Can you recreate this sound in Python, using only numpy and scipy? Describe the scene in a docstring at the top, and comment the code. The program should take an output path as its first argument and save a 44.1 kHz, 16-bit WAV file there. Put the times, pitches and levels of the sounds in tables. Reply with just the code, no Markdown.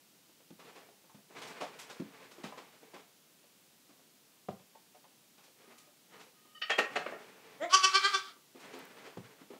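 """Goat kid bleating in a carpeted room

Close to the microphone a goat kid moves about and gives one loud, quavering bleat: throbbing voice partials
shaped by a moving mouth, with a hoarse rush of air. Its hooves thud on the carpet as short ringing modes;
rustles and scuffs are coloured noise. Something wooden out of sight squeaks in unsteady tones and clatters
in noise bursts. The small room answers with a brief diffuse tail, over a faint hiss."""
import sys
import numpy as np
from scipy import signal
from scipy.fft import rfft, irfft, next_fast_len
from scipy.io import wavfile
from scipy.ndimage import map_coordinates

SR = 44100
rng = np.random.default_rng(int(sys.argv[2]) if len(sys.argv) > 2 else 0)


def store_pcm(level_fs):
    """Save levels as 16-bit WAV."""
    pcm = np.round(np.clip(level_fs, -1, 1) * 32767).astype(np.int16)
    wavfile.write(sys.argv[1], SR, np.atleast_2d(pcm).T)


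N = 422919

# The bleat's pitch scoops up, catches, then arches gently.
# Each row: time in seconds, pitch in Hz before the quaver.
BLEAT_PITCH = [(7.597, 270), (7.65, 348), (7.697, 323), (7.72, 372), (7.755, 384), (7.85, 380), (7.95, 387),
               (8.05, 397), (8.12, 405), (8.16, 382), (8.3, 385)]
# Throbs of the bleat. Each row: peak in seconds, gain in dB, half-width in seconds,
# brightness in dB per octave, first formant's added gain in dB, mouth narrowing from 0 to 1.
BLEAT_THROBS = [(7.636, -38.5, 0.022, -5.5, -3.5, 0.4), (7.746, -22.5, 0.014, 1.5, 4.5, 0),
                (7.848, -22, 0.013, .5, -0.5, 0.13), (7.958, -22.5, .016, -1, 1.5, .5),
                (8.055, -25.5, 0.02, -2, 1, 1), (8.151, -27.5, 0.014, -2, 3, 0.18)]
# Resonances of the mouth. Each row: Hz when closed, Hz when open, glide in Hz per second,
# shift in Hz when narrowed, width in Hz, gain in dB.
MOUTH_FORMANTS = [(606, 1196, 220, 110, 250, 3.5), (1370, 2780, -400, -480, 290, -8.5),
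                  (1940, 3120, 640, -90, 240, -1.5), (3330, 4770, -300, -450, 400, -4),
                  (7400, 5860, 104, -1150, 470, -8.5)]
# Broad colour of the throat under the formants. Each row: frequency in Hz, gain in dB.
THROAT_COLOUR = [(300, -27.5), (400, -20), (780, -27.5), (2000, -17.5), (4000, -23.5), (6500, -18.5),
                 (7700, -20.5), (9200, -29.5), (10500, -31.5), (12000, -50), (15000, -47)]
# Roughness of the voice while pressed. Each row: frequency in Hz, roughness from 0 to 1.
VOICE_RASP = [(400, 0.05), (1200, 0.03), (3000, 0.23), (6000, 0.33), (10000, 0.53)]
# Hoarse rush of air through the open mouth. Each row: frequency in Hz, relative density in dB per Hz.
HOARSE_AIR = [(250, -36), (900, -15), (1300, 8), (1650, -13), (1900, -4.5), (2350, -1), (2750, -11),
              (3150, 3), (3800, -3), (4600, -1.5), (6200, -12), (9000, -18), (14000, -33)]
# Hooves on the carpet. 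Each row: start in seconds, level in dB, pitch in Hz, t60 in seconds,
# toe click in dB relative to the step.
HOOF_STEPS = [(.503, -44, 295, 0.043, -30), (.884, -59.5, 676, 0.17, -8), (1.094, -64, 890, 0.064, -12),
              (1.143, -51.5, 221, 0.093, -12), (1.618, -36.5, 725, 0.056, -12),
              (1.997, -32.5, 304, 0.076, -25), (2.2, -59, 850, .15, -8), (2.378, -49.5, 340, 0.072, -20),
              (2.439, -39.5, 240, 0.05, -14), (2.521, -47, 995, .08, -4), (2.828, -54, 450, .1, -10),
              (3.89, -65, 290, .11, -7), (4.484, -36.5, 187.5, 0.12, 2), (4.594, -58, 181, 0.071, -17),
              (4.75, -54, 900, 0.05, -3), (4.945, -57.5, 730, 0.096, -6), (5.04, -63, 990, 0.054, -1),
              (5.674, -59, 380, 0.15, -12), (8.546, -51, 418, .25, -22.5), (8.735, -49, 425, 0.3, -21),
              (9.170, -37.5, 187, 0.081, -5.5), (9.412, -53, 264, 0.1, -19), (9.502, -45.5, 404, .12, -10)]
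# Modes of the floor. Each row: multiple of the step's pitch, relative level in dB.
FLOOR_MODES = [(0.619, -1.5), (.82, -1), (1, 4.5), (1.221, -3.5), (1.7, -12), (2.15, -16), (3, -25)]
# Scuffs and brushes. Each row: start in seconds, level in dB, brightness in dB per octave.
SCUFF_EVENTS = [(.588, -53.5, 0), (.683, -56.5, 0), (.752, -51.5, -0.5), (1.298, -59, -5),
                (1.376, -49.5, 1), (1.413, -46.5, 2.5), (1.468, -51, 4.5), (1.603, -38.5, -.5),
                (1.786, -47, 5), (1.892, -48.5, 2), (2.308, -55.5, 3), (2.432, -43.5, .5),
                (2.57, -48, -0.5), (2.933, -48.5, -1), (3.89, -64, -2), (5.374, -61, 1.5), (5.43, -61, 4),
                (5.774, -58, 7.5), (6.193, -54.5, 2), (8.595, -58.5, 4), (8.728, -50, 1.5), (9.055, -53, 0),
                (9.528, -52, -3.5)]
# Colour of scuffs and scrapes. Each row: frequency in Hz, relative density in dB per Hz.
FABRIC_COLOUR = [(90, -43), (170, -6.5), (400, 2.5), (550, 1), (720, 1), (1100, 1), (1600, -5.5),
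                 (2500, -4.5), (4000, -9.5), (7000, -16.5), (11000, -27.5), (15000, -37.5)]
# Bouts of shuffling. Each row: start in seconds, length in seconds, level in dB, slope in dB per second.
SHUFFLE_BOUTS = [(0.665, .17, -58.5, -2), (1.354, 0.29, -51.5, 6), (1.63, 0.64, -55, -3.5),
                 (2.404, 0.64, -57, -12.5), (5.613, 0.15, -61, -10), (6.143, 0.082, -57.5, -18),
                 (6.93, .08, -46, -40), (7.06, 0.5, -52.5, -10.5), (8.616, 0.54, -52, -4.5),
                 (9.07, 1, -55.5, -24)]
# Colour of the shuffling. Each row: frequency in Hz, relative density in dB per Hz.
SHUFFLE_COLOUR = [(71, -41), (120, -9.5), (324, -6.5), (361, -10), (433, 1), (537, -7), (785, -7.5),
                  (860, -7), (958, -9), (2280, -10.5), (2990, -14.5), (9000, -30.5), (11700, -55),
                  (19800, -120)]
# Tiny clicks. Each row: start in seconds, level in dB.
TINY_TICKS = [(8.79, -44), (8.853, -47.5), (8.889, -56)]
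# Wooden clatter. Each row: start in seconds, level in dB, t60 in seconds,
# brightness in dB per octave, bass lift in dB.
WOOD_KNOCKS = [(6.614, -35, 0.062, 5, -11.5), (6.695, -26, 0.11, -1, -10.5), (6.779, -20, 0.074, .5, 3.5),
               (6.955, -26.5, 0.076, 1.5, 9), (7.058, -33.5, .076, -3.5, -.5), (7.118, -42, 0.19, -3.5, 1)]
# Broad colour of the wood. Each row: frequency in Hz, relative density in dB per Hz.
WOOD_COLOUR = [(120, -41), (200, -14), (300, -10.5), (440, -2.5), (760, 3), (940, -10), (1150, 0),
               (1450, -3), (1900, -4), (2650, -3.5), (3500, -12), (6500, -22), (10000, -34), (15000, -39)]
# Resonances of the wood. Each row: centre in Hz, width in Hz, strength in dB (a quarter of it counts).
WOOD_RESONANCES = [(432, 41, 17), (1420, 33, -18), (1860, 53, 33), (2220, 15, -37), (2600, 54, -5),
                   (4180, 75, 10), (6840, 66, -16), (7840, 31, -35)]
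# Squeaks. Each row: start in seconds, length in seconds, gain in dB, brightness in dB per octave.
SQUEAK_EVENTS = [(5.596, 0.28, -67.5, -19), (6.098, 0.15, -61.5, -11), (6.3, .32, -67, -12),
                 (6.542, .055, -51, -2.5), (6.614, 0.039, -36.5, 1.5), (6.66, 0.03, -45, -13)]
# Partials of the squeaking wood. Each row: frequency in Hz, relative level in dB.
SQUEAK_PARTIALS = [(1238, -6), (1857, -7.5), (2995, -0.5), (3700, -17), (4600, -14.5), (5400, -21)]
# Wood ringing on as it breaks free. Each row: frequency in Hz, level in dB, t60 in seconds.
WOOD_RING = [(1836, -25, 0.052), (2650, -35, .15), (3225, -30.5, 0.19)]
# Colour of the background hiss. Each row: frequency in Hz, relative density in dB per Hz.
HISS_COLOUR = [(25, 9.5), (60, 1), (100, -10), (150, 0), (300, -0.5), (500, -5.5), (1000, -9),
               (1800, -10.5), (3100, -8), (6000, -9.5), (10000, -12), (15500, -12.5)]
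# Decay of the room. Each row: frequency in Hz, t60 in seconds.
ROOM_DECAY = [(200, .28), (1200, 0.34), (4000, 0.25), (8000, 0.28), (14000, 0.12)]

OPEN_S, OPENING_S = 7.712, 0.076  # the mouth is wide open by then, and takes this long to open
ONSET_S, RELAX_S, RELEASE_S = 0.022, 8.18, 0.035  # full voice comes on this fast, holds until then, lets go
VOICE_TRAIL_DB, AIR_TRAIL_DB = -16, -10  # a weak, airy trail remains
FADE_S, END_S = 0.05, 8.335  # the trail fades out over this long and ends then
QUAVER, QUAVER_LAG_S = 0.016, 0.021  # pitch dips by about this share before each throb and lifts after it
TOE_HZ, TOE_OCTAVES, TOE_T60 = 550, 0.86, 0.043  # the hard toe's dull click: centre, spread, decay in s
SCRAPE_DB, USUAL_STEP_DB = -59.5, -49  # scrape of a step of the usual force
SCRAPE_GROWS = 0.49  # dB of scrape per dB of force
PADS_PER_S, PAD_DB, PAD_HZ = 2.2, -64.5, 563  # light shifts of weight
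SCUFF_RISE_S, SCUFF_T60 = 0.01, 0.26
BOUT_RISE_S, BOUT_T60 = 0.067, 0.39
KNOCK_DB, KNOCK_RISE_S, KNOCK_EDGE_HZ = -26.5, 0.01, 9800  # a typical knock: level, build-up, top edge
EDGE_DB_PER_OCTAVE, RISE_DB_PER_DOUBLING = 8, 31  # harder knocks reach higher and build up for longer
RING_S, RING_RISE_S = 6.7, 0.018
HISS_DB = -63.5
TOP_HZ = 15720  # the recorder's band limit


def bleat(held_db=-46, air_db=-43.0, jitter=0.002, slack=4, lead_s=0.003, echo_s=0.026, echo_db=-11):
    """Vocal folds, pressed about ten times a second, turn hoarse between the throbs."""
    start, end = BLEAT_PITCH[0][0], END_S
    t = np.arange(round(start * SR), round(end * SR)) / SR
    throbs = throbbing(t)
    # the folds tighten just before each throb peaks
    pressed = np.interp(t + lead_s, t, np.minimum(throbs.sum(0), 1))
    onset = np.clip(1 + (t - OPEN_S) / ONSET_S, 0, 1)
    release = np.clip((t - RELAX_S) / RELEASE_S, 0, 1)
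    full_voice = onset * amp(VOICE_TRAIL_DB * release)
    unsteady = 1 + slack * (1 - pressed * full_voice)  # slack folds beat unevenly

    lift = QUAVER * (throbbing(t - QUAVER_LAG_S).sum(0) - throbbing(t + QUAVER_LAG_S).sum(0))
    pitch = curves(BLEAT_PITCH, t)[0] * (1 + lift + jitter * unsteady * wobble(250, len(t)))

    puffs = 1 + 0.5 * np.cos(2 * np.pi * np.cumsum(pitch) / SR)  # air escapes once a cycle
    rush = noise(lambda hz: along(HOARSE_AIR, hz), len(t))
    air = amp(air_db + AIR_TRAIL_DB * release) * onset * puffs * rush

    effort = amp(held_db) * full_voice + amp(np.array(BLEAT_THROBS)[:, 1]) @ throbs
    voice = effort * harmonics(t, pitch, pressed, unsteady)

    fade = np.clip(np.minimum((t - start) / 0.004, (end - t) / FADE_S), 0, 1)
    call = (voice + air) * fade
    far_wall = amp(echo_db) * filtered(call, lambda hz: 1 / (1 + 1j * hz / 4000))
    out = np.zeros(N)
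    add(out, start, call)
    add(out, start + echo_s, far_wall)
    return out


def throbbing(t):
    """Each press of the folds swells and eases as a bell curve from 0 to 1."""
    return np.array([np.exp(-((t - s) / width) ** 2) for s, db, width, *_ in BLEAT_THROBS])


def harmonics(t, pitch, pressed, unsteady, strain_db=2, spread=0.116):
    """The folds' partials, coloured by the throat and the moving mouth."""
    phase = 2 * np.pi * np.cumsum(pitch) / SR
    *_, bright_db, first_db, narrowing = curves(BLEAT_THROBS, t)
    bright_db = bright_db + strain_db * (pressed - 1)  # harder pressing closes the folds more sharply
    resonances = []
    for i, (centre, row) in enumerate(zip(formants(t, narrowing), MOUTH_FORMANTS)):
        *_, width, db = row
        resonances.append((centre, width, db + first_db * (i == 0)))
    voice = np.zeros(len(t))
    for k in np.arange(1, 39):
        hz = k * pitch
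        mouth = sum(amp(db) / (1 + ((hz - centre) / width) ** 2) ** 2 for centre, width, db in resonances)
        tilt = amp(bright_db * np.maximum(octaves(hz), -1.5))
        gain = (mouth + amp(along(THROAT_COLOUR, hz))) * tilt
        # resonances ring on after each closure
        ring_lag = sum(np.arctan((hz - centre) / width) for centre, width, db in resonances)
        fold_lag = spread * k ** 2  # the folds close gradually along their length
        rasp = np.minimum(along(VOICE_RASP, hz) * unsteady, 0.95)
        rough = unit(wobble(330, len(t)) + 1j * wobble(330, len(t)))
        tone = np.sqrt(1 - rasp ** 2) + rasp * rough
        voice += gain * np.real(tone * np.exp(1j * (k * phase - ring_lag - fold_lag)))
    return voice


def formants(t, narrowing):
    """Centres of the mouth's resonances: it opens, drifts, and narrows on some throbs."""
    opening = np.clip(1 + (t - OPEN_S) / OPENING_S, 0, 1)
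    centres = []
    for closed, wide, glide, shift, *_ in MOUTH_FORMANTS:
        travel = wide - closed + glide * (t - OPEN_S) + shift * narrowing
        centres.append(closed + opening * travel)
    return centres


def hooves(second_s=0.019, second_db=-8, pad_t60=0.094, pad_toe_db=-10):
    """Each step rings the padded floor twice, toe and heel, with a scrape; light pads fall at random."""
    out, t = np.zeros(N), np.arange(SR // 3) / SR
    pads = []
    for u, v in rng.random((round(PADS_PER_S * N / SR), 2)):
        pad_pitch = PAD_HZ * 2 ** (2 * v - 1)  # within an octave either way
        pads.append((u * N / SR, PAD_DB, pad_pitch, pad_t60, pad_toe_db))
    toe_colour = lambda hz: -20 * np.log10(1 + (np.log2((hz + 1) / TOE_HZ) / TOE_OCTAVES) ** 4)
    for s, db, pitch, t60, toe_db in [*HOOF_STEPS, *pads]:
        toe = noise(toe_colour, len(t)) * swell(t, 0.0037, TOE_T60)
        add(out, s, amp(db + toe_db) * toe)
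        # relative to the step, and never above it
        scrape_db = min(SCRAPE_DB + SCRAPE_GROWS * (db - USUAL_STEP_DB) - db, 0)
        for delay, blow_db in [(0, 0), (second_s, second_db)]:
            ring = np.zeros(len(t))
            for ratio, level in FLOOR_MODES:
                strength = amp(level + rng.normal(0, 2.4))
                ring += strength * np.sin(2 * np.pi * (pitch * ratio * t + rng.random()))
            scrape = amp(scrape_db) * noise(lambda hz: along(FABRIC_COLOUR, hz), len(t))
            add(out, s + delay, amp(db + blow_db) * (unit(ring) + scrape) * swell(t, 0.0041, t60))
    return out


def rustling():
    """Fibres catch and slip: sharper scuffs, a few ticks, and soft shuffling in bouts."""
    out, t = np.zeros(N), np.arange(SR // 2) / SR
    for s, db, bright_db in SCUFF_EVENTS:
        grit = noise(lambda hz: along(FABRIC_COLOUR, hz) + bright_db * octaves(hz), len(t), grain_db=1.5)
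        add(out, s, amp(db) * grit * swell(t, SCUFF_RISE_S, SCUFF_T60))
    for s, db in TINY_TICKS:
        tick = noise(lambda hz: 4 * octaves(hz), len(t))
        add(out, s, amp(db) * tick * swell(t, 0.00044, 0.008))
    clock = np.arange(N) / SR
    bouts = [amp(db) * bout(clock - s, length, slope_db) for s, length, db, slope_db in SHUFFLE_BOUTS]
    level = np.max(bouts, axis=0)
    flicker = amp(-2.5 + 2.7 * wobble(35, N))
    return out + level * flicker * noise(lambda hz: along(SHUFFLE_COLOUR, hz), N, grain_db=0.5)


def bout(t, length, slope_db):
    """A bout of shuffling comes on, drifts in level while it lasts, then dies away."""
    drift_db = slope_db * np.clip(t, 0, length)
    decay_db = -60 * np.maximum(t - length, 0) / BOUT_T60
    return np.clip(1 + t / BOUT_RISE_S, 0, 1) * amp(drift_db + decay_db)


def clatter(mode_db=4, wet_db=-7.5):
    """Loose wood rattles in a cluster of knocks: noise coloured by its resonances and each contact."""
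    out, t = np.zeros(N), np.arange(SR // 2) / SR

    def body(hz):
        """Broad colour of the wood with resonant peaks, in dB."""
        peaks = sum(mode_db * amp(db / 4) / (1 + ((hz - centre) / width) ** 2)
                    for centre, width, db in WOOD_RESONANCES)
        return along(WOOD_COLOUR, hz) + peaks

    for s, db, t60, bright_db, bass_db in WOOD_KNOCKS:
        edge_hz = KNOCK_EDGE_HZ * 2 ** ((db - KNOCK_DB) / EDGE_DB_PER_OCTAVE)
        rise = KNOCK_RISE_S * 2 ** ((db - KNOCK_DB) / RISE_DB_PER_DOUBLING)

        def contact(hz):
            """Tilt, bass lift and top edge of this knock, in dB."""
            bass = bass_db / (1 + (hz / 1000) ** 2)
            return bright_db * octaves(hz) + bass - 10 * np.log10(1 + (hz / edge_hz) ** 10)

        rattle = noise(lambda hz: body(hz) + contact(hz), len(t), grain_db=2.0)
        add(out, s, room(amp(db) * rattle * swell(t, rise, t60), wet_db))
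    return out


def squeaks():
    """Rubbing wood sticks and slips in short, unsteady tones, and rings on when it breaks free."""
    out, t = np.zeros(N), np.arange(SR // 3) / SR
    for s, length, db, bright_db in SQUEAK_EVENTS:
        size = round(length * SR)
        tones = sum(amp(level + bright_db * octaves(hz)) * partial(hz, size) for hz, level in SQUEAK_PARTIALS)
        add(out, s, amp(db) * signal.windows.tukey(size, 0.6) * tones)
    ring = sum(amp(db) * swell(t, RING_RISE_S, t60) * partial(hz, len(t)) for hz, db, t60 in WOOD_RING)
    add(out, RING_S, ring)
    return out


def partial(hz, size, waver=0.011, flutter_db=2):
    """A tone of the rubbed wood, unsteady in pitch and level."""
    slip = 2 * np.pi * np.cumsum(hz * (1 + waver * wobble(194, SR)[:size])) / SR
    return amp(flutter_db * wobble(120, SR)[:size]) * np.sin(slip)


def hiss():
    """Faint, steady coloured noise behind everything."""
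    return amp(HISS_DB) * noise(lambda hz: along(HISS_COLOUR, hz), N)


def room(x, wet_db, build=0.0062):
    """Reflections as a diffuse noise tail that builds up, then dies at its own rate in each band."""
    hz, t, z = signal.stft(rng.standard_normal(SR // 2), SR, nperseg=256)
    decay = amp(-60 * t / along(ROOM_DECAY, hz)[:, None])
    tail = signal.istft(z * decay * (1 - np.exp(-t / build)), SR, nperseg=256)[1]
    return x + amp(wet_db) * signal.fftconvolve(x, tail / np.linalg.norm(tail))[:len(x)]


def amp(db):
    """Decibels to gain."""
    return 10 ** (np.asarray(db) / 20)


def unit(x):
    """Scale to rms 1."""
    return x / np.sqrt(np.mean(np.abs(x) ** 2) + 1e-20)


def along(points, hz):
    """(Hz, value) points read on a log axis."""
    f, v = np.transpose(points)
    return np.interp(np.log(hz + 1), np.log(f + 1), v)


def curves(rows, t):
    """Each column after the time, read at the times t."""
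    s, *cols = np.transpose(rows)
    return [np.interp(t, s, c) for c in cols]


def wobble(rate, size):
    """A smooth random curve, rate knots a second."""
    knots = rng.standard_normal(size // 8)
    return map_coordinates(knots, [np.arange(size) * rate / SR], mode="wrap")


def filtered(x, response):
    """x times a response of frequency."""
    size = next_fast_len(len(x) + 8192)
    return irfft(rfft(x, size) * response(np.fft.rfftfreq(size, 1 / SR)), size)[:len(x)]


def noise(colour_db, size, grain_db=0):
    """Coloured noise of rms 1, clumped into grains."""
    grains = rng.standard_normal(size) * amp(grain_db * wobble(900, size))
    return unit(filtered(grains, lambda hz: amp(colour_db(hz))))


def octaves(hz):
    """Octaves above 1500 Hz, the pivot of every brightness tilt."""
    return np.log2(np.maximum(hz, 100) / 1500)


def swell(t, rise, t60):
    """A linear rise, then an exponential fall."""
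    return np.minimum(t / rise, 1) * amp(-60 * np.maximum(t - rise, 0) / t60)


def add(track, s, sound):
    """Mix a sound in at s seconds, cut off at the end of the track."""
    start = round(s * SR)
    track[start:start + len(sound)] += sound[:max(N - start, 0)]


def scene():
    """The goat close by is fairly dry; the wood farther off carries more of the room."""
    background = hiss()
    goat = room(bleat(), wet_db=-10.0) + room(hooves(), wet_db=-11.5)
    carpet = room(rustling(), wet_db=-11.5)
    wood = clatter() + room(squeaks(), wet_db=-9)  # each knock already carries its room
    return (goat + carpet + wood + background)[None]


def record(dry, low_cut_hz=105):
    """The small microphone drops the deep bass; the recorder keeps nothing above its band limit."""
    low_cut = signal.butter(4, low_cut_hz, "highpass", fs=SR, output="sos")
    thin = signal.sosfilt(low_cut, dry[0])
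    return filtered(thin, lambda hz: hz < TOP_HZ)[None]


dry = scene()
out = record(dry)
store_pcm(out)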